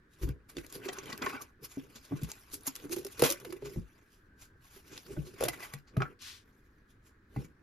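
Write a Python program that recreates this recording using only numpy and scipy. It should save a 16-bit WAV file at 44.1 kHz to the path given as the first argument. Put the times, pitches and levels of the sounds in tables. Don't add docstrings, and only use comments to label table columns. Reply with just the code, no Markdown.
import sys
import numpy as np
from scipy import signal
from scipy.fft import rfft, irfft, next_fast_len
from scipy.io import wavfile
from scipy.ndimage import uniform_filter1d

SR = 44100
rng = np.random.default_rng(int(sys.argv[2]) if len(sys.argv) > 2 else 0)


def magnitude_from_level(level_db):
    exponent = np.asarray(level_db, float) / 20
    return 10 ** exponent


def wav_out(sig):
    wavfile.write(sys.argv[1], SR, np.round(np.clip(np.atleast_2d(sig).T, -1, 1) * 32767).astype(np.int16))


N = 336042

# (frequency [Hz], density
# [dB per Hz])
HISS_SPECTRUM = [(1470, -22), (2500, -5.5), (4500, -4), (7400, -3), (8300, -14), (9300, -4), (12000, -4.5),
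                 (14300, -9), (15100, -21), (16300, -40)]
# (frequency [Hz], width [Hz], level [dB])
WALL_MODES = [(1080, 400, -1), (1450, 450, -1), (2300, 1000, -3.5), (720, 200, -4)]


def evened(x):
    return x / np.sqrt(np.mean(x ** 2) + 1e-20)


def read(points, hz):
    f, value = np.transpose(points)
    return np.interp(np.log(hz + 1), np.log(f + 1), value)


def add(mix, s, sound):
    part = mix[..., round(s * SR):][..., :sound.shape[-1]]
    part += sound[..., :part.shape[-1]]


def peaks(modes, hz):
    return sum(magnitude_from_level(db) / (1 + (2 * (hz - f) / width) ** 2) for f, width, db in modes)


def coloured(x, gain):
    size = x.shape[-1]
    return evened(irfft(rfft(x) * gain(np.fft.rfftfreq(size, 1 / SR)), size))


def partly_same(left, other, same):
    same = np.clip(same, -1, 1)
    return np.array([left, same * left + np.sqrt(1 - same ** 2) * other])


def gritty(count, spread_db):
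    slip_size = uniform_filter1d(np.minimum(rng.exponential(1, count), 5), size=12)
    left, other = rng.standard_normal((2, count))
    return partly_same(left, other, same=.68) * magnitude_from_level(spread_db * slip_size)


def ring(t, hz, t60, db, push):
    decay = magnitude_from_level(db - 60 * t / max(t60, .015))
    return decay * (1 - np.exp(-push * hz * t)) * np.sin(2 * np.pi * hz * t)


def air():
    # (frequency [Hz], density [dB per Hz])
    air_spectrum = [(12, -51.5), (20, -10), (60, -1.5), (142, -13), (168, -15.5), (270, -10.5), (698, -36),
                    (1660, -18.5), (2670, -42), (3160, -40), (4180, -41.5), (8400, -52), (16000, -54)]
    # (frequency [Hz], left-right likeness [-1..1])
    air_likeness = [(60, 1), (240, 1), (950, 0.26), (3770, 0.043), (15000, 0.4)]
    frames, hz = N // 256 + 5, np.fft.rfftfreq(1024, 1 / SR)
    a, b, c, d, patches = rng.standard_normal((frames, 513, 5)).T
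    patches = evened(uniform_filter1d(uniform_filter1d(patches, 12, 0), 14, 1))
    z = partly_same(a + 1j * b, c + 1j * d, read(air_likeness, hz)[:, None])
    z *= magnitude_from_level(read(air_spectrum, hz)[:, None] + 1.2 * patches)
    return magnitude_from_level(-63.5) * evened(signal.istft(z, nperseg=1024, noverlap=768)[1][:, :N])


def touches(rows, rest_db):
    land_db_per_s, sag_db, let_go_db_per_s = 330, 10.5, 380
    t = np.arange(0, N + 64, 64) / SR
    s, length, db = np.transpose(rows)[:, :, None]
    since = t - s
    held_db = -sag_db * np.clip(since / length, 0, 1)
    held_db = held_db - let_go_db_per_s * np.maximum(since - length, 0)
    landing_db = land_db_per_s * np.minimum(since, 0)
    power = magnitude_from_level(2 * (db + held_db + landing_db)).sum(axis=0) + magnitude_from_level(2 * rest_db)
    return np.interp(np.arange(N) / SR, t, np.sqrt(power))


def rub():
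    # (time [s], length [s], hiss level [dB], wall band re hiss [dB])
    strokes = [(.23, .08, -55, 0), (.59, .07, -52, -4), (.74, .11, -59, -2), (.85, .13, -55, 6),
               (.97, .1, -54, 6), (1.07, .13, -54, 5), (1.23, .06, -52, 8), (1.3, .11, -52, 8),
               (1.76, .17, -60, -4), (1.93, .13, -62, -2), (2.11, .12, -57, 2), (2.29, .23, -56, -5),
               (2.53, .11, -60, -13), (2.66, .22, -53, -7), (2.92, .24, -54, -9), (3.23, .11, -37, -4),
               (3.42, .2, -56, -2), (3.66, .14, -54, -7), (3.86, .4, -70, -3), (4.66, .14, -57, -8),
               (4.93, .46, -57.5, -6), (5.42, .17, -47, -1), (5.61, .18, -55, 0), (6.01, .09, -59, 8),
               (6.48, .34, -74, -5), (7.365, .11, -60, -1), (1.42, .07, -62, -3), (4.8, .1, -64, -6)]
    # (time [s], length [s], level [dB])
    grips = [(.25, .13, -47), (.57, .1, -49), (.76, .29, -48), (1.05, .2, -46), (1.22, .2, -44),
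             (1.63, .07, -55), (1.8, .18, -55), (2.13, .2, -51), (2.53, .3, -58), (2.83, .24, -51),
             (3.23, .1, -40), (3.42, .2, -48), (3.63, .2, -49), (4.92, .08, -52), (5.1, .26, -47),
             (5.42, .17, -45), (5.6, .12, -58), (5.98, .13, -42), (7.38, .1, -48)]
    # (frequency [Hz], width [Hz], level [dB])
    hollow_modes = [(140, 70, -3), (300, 130, 0), (430, 100, -1)]
    grit = gritty(N, spread_db=11.0)
    stutter = coloured(rng.standard_normal(N), lambda hz: 1 / (1 + (hz / 30) ** 2))
    hiss_gain = touches([row[:3] for row in strokes], rest_db=-95)
    wall_gain = touches([(s, length, db + wall_db) for s, length, db, wall_db in strokes], rest_db=-81)
    hollow_gain = touches(grips, rest_db=-73)
    bright = hiss_gain * coloured(grit, lambda hz: magnitude_from_level(read(HISS_SPECTRUM, hz)))
    bright += magnitude_from_level(2.5) * wall_gain * coloured(grit, lambda hz: peaks(WALL_MODES, hz))
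    _, _, z = signal.stft(bright, nperseg=256)
    patches = evened(uniform_filter1d(rng.standard_normal(z.shape[:0:-1]).T, size=9, axis=1))
    patches = evened(uniform_filter1d(patches, size=4, axis=0))
    bright = signal.istft(z * magnitude_from_level(3.8 * patches - 1.8), nperseg=256)[1][:, :N]
    hollow = hollow_gain * coloured(grit[0], lambda hz: peaks(hollow_modes, hz))
    return magnitude_from_level(2.6 * stutter - 3.6) * (bright + hollow)


def releases():
    # (time [s], rms level [dB], wall band re level [dB], 10 dB fall [s])
    cracks = [(.29, -47, -10, .005), (.666, -46, -25, .002), (.726, -41, -17, .005), (1.058, -49, -5, .006),
              (1.178, -41, -13, .004), (2.234, -42, -9, .008), (2.609, -55, -25, .005),
              (2.755, -37, -13, .004), (2.763, -36, -14, .003), (2.895, -51, -1, .008),
              (2.963, -42, -9, .018), (3.049, -38, -15, .006), (3.067, -41, -10, .007),
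              (3.195, -34, -11, .015), (3.222, -22, -4, .007), (3.238, -24, -6, .04),
              (3.303, -24, -15, .006), (3.313, -28, -15, .006), (3.323, -28, -18, .007),
              (3.401, -49, -4, .011), (3.45, -42, 1, .008), (3.526, -42, -2, .007), (5.408, -38, -2, .018),
              (5.426, -35, -1, .005), (5.438, -30, -7, .011), (5.453, -36, -6, .013),
              (5.485, -27, -8, .009), (5.738, -37, -3, .006), (5.969, -44, 7, .011)]
    # (time [s], rms level [dB], wall re level [dB], 10 dB fall [s], top re level [dB])
    rattles = [(.569, -39, -5, .004, -14), (.584, -44, -3, .008, -15), (.888, -36, -2, .009, -25),
               (.987, -38, -3, .007, -20), (1.036, -53, -2, .017, -17), (1.1, -47, 0, .02, -17),
               (1.129, -37, -2, .008, -11), (1.223, -36, -1, .008, -19), (1.262, -34, 3, .006, -9),
               (1.27, -45, 4, .01, -13), (1.961, -48, -7, .02, -10), (2.317, -31, -16, .0028, -12),
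               (3.623, -57, 4, .018, -10), (3.657, -48, -5, .023, -11), (4.934, -53, -6, .05, -12),
               (4.978, -40, -12, .005, -13), (5.883, -61, -3, .023, -16), (6.021, -41, 8, .009, -20),
               (6.222, -48, -11, .012, -9)]
    # (time [s], rms level [dB], wall re level [dB], 10 dB fall [s], 10 dB rise [s])
    peels = [(.233, -46, -6, .021, .016), (.497, -51, -5, .022, .008), (.753, -44, -9, .019, .018),
             (.934, -43, -9, .011, .008), (1.422, -42, -11, .01, .009), (1.651, -42, -10, .013, .016),
             (2.54, -37, -20, .018, .012), (2.677, -30.5, -11, .011, .013), (2.854, -55, -1, .01, .033),
             (2.931, -33, -11, .013, .014), (2.986, -46, -13, .019, .009), (3.126, -50, -15, .015, .017),
             (4.775, -57, -6, .023, .08), (5.541, -45, 2.5, .01, .014), (5.606, -50, 2, .008, .009),
             (5.638, -44, 1, .026, .019), (6.007, -48, 8, .01, .005), (7.365, -54, 5, .01, .005)]
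    # (time [s], rms level [dB], 10 dB fall [s])
    brushes = [(.139, -66, .032), (.703, -53, .012), (.861, -50, .026), (1.296, -47, .018),
               (1.72, -53, .031), (2.051, -55, .025), (2.175, -54, .014), (4.134, -66, .04),
               (4.424, -53, .028), (4.882, -58, .025), (5.123, -56, .035), (5.275, -54, .03),
               (6.909, -68, .025), (7.071, -64, .03), (7.449, -59, .015), (2.222, -51, .012),
               (2.248, -48, .012), (2.304, -47, .012), (2.518, -52, .008), (3.18, -50, .008)]
    return ([(s, db, wall, -2.2, fall, .0026) for s, db, wall, fall in cracks]
            + [(s, db, wall, top, fall, .45 * fall) for s, db, wall, fall, top in rattles]
            + [(s, db, wall, -2.2, fall, rise) for s, db, wall, fall, rise in peels]
            + [(s, db, -7, -4.5, fall, .85 * fall) for s, db, fall in brushes])


def snaps():
    edge_hz_per_db, split_hz = 220, 8500
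    out, t, hz = np.zeros((2, N)), np.arange(-3072, 5120) / SR, np.fft.rfftfreq(8192, 1 / SR)
    hiss, wall = magnitude_from_level(read(HISS_SPECTRUM, hz)), evened(peaks(WALL_MODES, hz))
    for s, db, wall_db, top_db, fall, rise in releases():
        spots = [(3000 + 10000 * place, 400, 14.0 * height - 8) for place, height in rng.random(size=(4, 2))]
        edge_hz = edge_hz_per_db * max(-wall_db, 1)
        rim = hiss * (1 + peaks(spots, hz)) * hz ** 2 / (hz ** 2 + edge_hz ** 2)
        top_share = np.clip(magnitude_from_level(top_db), 0, .97)
        colour = np.sqrt(1 - top_share ** 2) * evened(rim * (hz < split_hz))
        colour += top_share * evened(rim * (hz >= split_hz))
        colour += magnitude_from_level(wall_db - .4) * wall
        grit = irfft(rfft(evened(gritty(len(t), spread_db=12.0))) * colour)
        rise_db = (abs(t) / max(rise - .0012, 3e-4)) ** 1.3
        fall_db = abs(t) / max(fall - .002, 1e-3)
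        swell_db = -10 * np.where(t < 0, rise_db, fall_db)
        swell_db += 4.0 * np.exp(-abs(t) / 7e-4 - rise / .006)
        swell = magnitude_from_level(swell_db)
        add(out, s + t[0], magnitude_from_level(db - .3) * np.sqrt(np.mean(swell ** 2)) * evened(swell * grit))
    return out


def knocks():
    # (time [s], tub peak [dB], tub ring [Hz], mat thud [dB], bench thud [dB])
    thuds = [(.214, -39.5, 368, -34, -31), (.232, -29.5, 335, -29, -22), (.259, -39, 273, -34, -28),
             (.281, -33, 257, -25, -27), (.568, -33, 340, -40, -42), (1.772, -25, 271, -38.5, -62),
             (2.111, -31, 298, -29, -59), (2.122, -22, 290, -30, -56), (2.216, -36, 314, -33, -39),
             (2.233, -34.5, 200, -37, -38), (3.229, -40, 472, -34, -60), (3.623, -31, 405, -37, -47),
             (3.659, -36, 405, -40, -57), (3.76, -34.5, 346, -24.5, -30), (3.779, -27.5, 198, -31, -31),
             (5.105, -38.5, 385, -47, -46), (5.174, -28.5, 312, -19, -32), (5.403, -42, 493, -38, -41),
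             (5.437, -40, 480, -31, -49), (5.481, -32.5, 327, -41, -50), (5.737, -48, 461, -32, -59),
             (5.969, -26, 260, -26, -50), (6.004, -30, 390, -36, -40), (7.364, -28, 276, -22, -35)]
    # (time [s], tub peak [dB], tub ring [Hz])
    flexes = [(.752, -43.5, 398), (.859, -29.5, 375), (.887, -32, 380), (.979, -38.5, 385),
              (1.13, -33, 231), (1.217, -28, 256), (1.264, -33.5, 390), (1.339, -36, 259),
              (1.957, -42.5, 231), (2.676, -31, 271), (2.845, -41, 289), (2.899, -34, 335),
              (2.924, -30.5, 366), (2.966, -26.5, 356), (2.988, -38.5, 357), (3.05, -32, 393),
              (3.197, -29, 458), (3.24, -38, 480), (3.247, -24, 270), (3.264, -33, 470), (3.307, -31, 325),
              (3.33, -42, 340), (5.453, -33, 600), (5.459, -34, 350), (3.448, -41, 500),
              (3.491, -36.5, 326), (3.526, -35, 360), (4.763, -47.5, 390)]
    tub_t60, mat_hz, mat_t60, bench_hz, bench_t60 = .06, 137, .12, 56, .19
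    held_mat_db, held_bench_db = -23, -33
    held = [(s, db, hz, db + held_mat_db, db + held_bench_db) for s, db, hz in flexes]
    out, t = np.zeros(N), np.arange(SR // 4) / SR
    for s, db, hz, mat_db, bench_db in thuds + held:
        under, over, mat, bench = rng.uniform(-1.1, 1, size=4)
        tub = ring(t, hz, tub_t60, db + 3.5, push=.85)
        tub += ring(t, hz * (.7 + .08 * under), .7 * tub_t60, db - 3.5, push=.8)
        tub += ring(t, hz * (1.3 + .1 * over), .6 * tub_t60, db - 8, push=1.2)
        tub += ring(t, hz * (2.1 + .3 * under), .4 * tub_t60, db - 16, push=2.5)
        pad = ring(t, mat_hz * (1 + .081 * mat), mat_t60, mat_db + 1.5, push=.6)
        pad += ring(t, 1.35 * mat_hz, .7 * mat_t60, mat_db - 7, push=.9)
        table = ring(t, bench_hz * (1 + .11 * bench), bench_t60, bench_db + 1.5, push=1.6)
        table += ring(t, 1.6 * bench_hz, .7 * bench_t60, bench_db - 4, push=1.4)
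        add(out, s, tub + pad + table)
    return out


def taps(rows):
    out, t = np.zeros(N), np.arange(SR // 10) / SR
    for s, db, hz, t60 in rows:
        cluster = hz * (1 + .14 * np.array([-1, 1, 2]) + .05 * rng.uniform(-1, 1, size=3))
        neighbours = sum(ring(t, f, .7 * t60, db - 11, push=2.5) for f in cluster)
        add(out, s, ring(t, hz, t60, db - .8, push=.85) + neighbours)
    return out


def pops():
    # (time [s], peak [dB], frequency [Hz], t60 [s])
    pop_rows = [(.568, -38, 3500, .025), (.579, -29, 330, .05), (.583, -40, 2600, .025),
                (2.118, -44, 1150, .04), (2.229, -20, 150, .07), (2.138, -26, 150, .09),
                (2.316, -33, 7000, .015), (2.634, -44, 11000, .012), (2.668, -24, 10500, .012),
                (2.681, -27, 5500, .012), (5.63, -44, 4800, .05), (7.373, -26, 200, .08),
                (5.604, -44, 2000, .04), (3.525, -40, 1300, .025), (6.022, -30, 150, .12),
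                (2.318, -45, 900, .03), (2.535, -40, 290, .09), (2.66, -45, 650, .04),
                (2.68, -36, 950, .03), (2.855, -34, 290, .07), (3.02, -40, 370, .04), (3.07, -40, 390, .04),
                (3.224, -15, 340, .045), (3.2245, -9, 485, .052), (3.197, -36, 340, .04),
                (3.25, -19, 465, .07), (3.771, -25, 170, .08), (5.095, -39, 385, .06),
                (5.166, -40, 600, .05), (5.168, -44, 1500, .04), (5.268, -44, 370, .2),
                (5.627, -43, 700, .08), (5.736, -37, 1950, .03), (6.062, -43, 1350, .15),
                (7.364, -44, 2050, .04), (7.446, -38, 170, .08), (5.41, -18, 510, .04),
                (5.425, -20, 530, .035), (5.436, -16, 480, .035), (5.9735, -14, 134, .11),
                (5.177, -24, 148, .07), (7.383, -31, 180, .12), (3.23, -24, 150, .09),
                (7.447, -52, 2300, .03), (5.604, -46, 1100, .03), (5.495, -36, 2000, .04),
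                (5.635, -42, 2000, .05)]
    return taps(pop_rows)


def panel_rings():
    # (time [s], peak [dB], frequency [Hz], t60 [s])
    panel_rows = [(.888, -32, 735, .06), (.887, -33, 3150, .03), (.894, -35, 1950, .035),
                  (1.057, -44, 3150, .03), (1.08, -43, 3050, .03), (1.099, -43, 2950, .03),
                  (1.1, -42, 750, .04), (1.122, -36, 1950, .05), (1.13, -37, 1100, .04),
                  (1.221, -35, 1020, .05), (1.22, -36, 3400, .03), (1.243, -38, 2050, .04),
                  (1.265, -21, 1080, .04), (1.268, -25, 1800, .03), (1.333, -38, 800, .04),
                  (1.347, -36, 1520, .04), (1.406, -38, 1170, .05), (2.121, -38, 721, .04),
                  (3.236, -30, 700, .05), (3.252, -29, 700, .06), (3.446, -46, 700, .07),
                  (5.425, -36, 1400, .04), (5.481, -31, 694, .09), (5.481, -35, 2050, .06),
                  (5.534, -41, 1990, .06), (5.625, -41, 2020, .07), (5.967, -30, 1250, .03),
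                  (5.967, -31, 650, .06), (6.004, -26, 1300, .04), (6.006, -33, 800, .06),
                  (6.02, -24, 1290, .05), (6.02, -21, 1420, .022), (6.02, -26, 2350, .02),
                  (6.02, -30, 750, .07), (6.054, -35, 1380, .06), (7.362, -33, 800, .028)]
    return taps(panel_rows)


def glides(rows):
    width_share, steady = .09, 1.6
    out = np.zeros(N)
    for s, length, db, from_hz, to_hz in rows:
        u = np.linspace(0, 1, 1 + int(length * SR))
        r = np.exp(-np.pi * width_share * from_hz / SR)
        noise = rng.standard_normal((2, 4096 * (2 + len(u) // 4096)))
        a, b = signal.lfilter([1], [1, -2 * r, r * r], noise)[:, -len(u):]
        turn = np.exp(2j * np.pi * np.cumsum(from_hz + (to_hz - from_hz) * u) / SR)
        tone = (turn * (steady + evened(a) + 1j * evened(b))).real
        swell = np.sqrt(np.abs(np.sin(np.pi * u ** .6)))
        add(out, s, magnitude_from_level(db) * evened(tone * swell))
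    return out


def creaks():
    # (time [s], length [s], rms level [dB], from [Hz], to [Hz])
    creak_rows = [(1.32, .04, -56, 2500, 2700), (1.36, .04, -55, 2200, 2400), (1.35, .07, -54, 1650, 1150),
                  (2.83, .04, -54, 300, 305), (2.91, .04, -43, 350, 370), (2.985, .03, -42, 365, 375),
                  (3.265, .03, -46, 480, 500), (3.292, .035, -42, 540, 550), (3.328, .03, -56, 560, 570),
                  (3.46, .045, -49, 430, 320), (3.53, .04, -49, 360, 410), (3.635, .06, -49, 400, 405),
                  (3.705, .045, -55, 395, 400), (5.45, .02, -40, 560, 600), (5.47, .04, -49, 680, 720)]
    return glides(creak_rows)


def far_machine():
    # (time [s], length [s], rms level [dB], from [Hz], to [Hz])
    whine = (4.2, .55, -75, 1550, 1570)
    return magnitude_from_level(9.5) * glides([whine])


def swipe():
    # (time [s], level [dB])
    swipe_curve = [
        (6.19, -66),
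        (6.22, -50),
        (6.28, -45),
        (6.38, -58),
        (6.44, -74),
    ]
    # (frequency [Hz], density [dB per Hz])
    swipe_spectrum = [(600, -30), (1000, -8), (4000, 0), (8000, -8), (13000, -15), (16000, -30)]
    s, db = np.transpose(swipe_curve)
    gain = magnitude_from_level(np.interp(np.arange(N) / SR, s, db, -200, -200))
    friction = coloured(gritty(N, spread_db=4.0), lambda hz: magnitude_from_level(read(swipe_spectrum, hz)))
    return magnitude_from_level([[.4], [-3.5]]) * gain * friction


def room(x):
    # (frequency [Hz], t60 [s])
    room_t60 = [(200, .16), (3000, .1), (12000, .06)]
    echoes = np.zeros((2, SR // 2))
    at = np.arange(80, SR // 2 - 20, 20) + rng.integers(0, 20, (2, (SR // 2 - 81) // 20))
    np.put_along_axis(echoes, at, rng.choice([-1., 1.], at.shape), 1)
    hz, t, z = signal.stft(echoes, SR, nperseg=256)
    decay = magnitude_from_level(-60 * t / read(room_t60, hz)[:, None])
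    tail = signal.istft(z * decay, SR, nperseg=256)[1]
    return signal.fftconvolve(x[None], tail / np.linalg.norm(tail[0]), axes=1)[:, :N]


def ports(x):
    # (frequency [Hz], lead of left port [rad])
    left_lead = [(20, 0), (430, -.3), (750, 1.5), (1400, 1.4), (1890, .3), (3010, .8), (6550, -1),
                 (7750, -2.9), (9300, -3.7), (11200, -6.1), (16000, -9.4)]
    # (frequency [Hz], left re right [dB])
    left_louder = [(60, 2.5), (200, 1), (380, -2.5), (650, 2), (1290, -1), (2400, 1), (8000, 0)]
    size = next_fast_len(N)
    hz = np.fft.rfftfreq(size, 1 / SR)
    half = np.exp(.5j * read(left_lead, hz)) * magnitude_from_level(.5 * read(left_louder, hz))
    return irfft(rfft(x, size) * np.array([half, 1 / half]), size)[:, :N]


def scene():
    near = rub() + snaps() + knocks() + pops() + panel_rings() + creaks() + swipe()
    thin = signal.lfilter(*signal.butter(1, 160, "high", fs=SR), near.mean(0))
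    return ports(near) + magnitude_from_level(-9.5) * room(thin + far_machine()) + air()


def roll_off(x):
    return signal.sosfilt(signal.butter(12, 16400, fs=SR, output="sos"), x)


def record(dry):
    return roll_off(dry)


dry = scene()
out = record(dry)
wav_out(out)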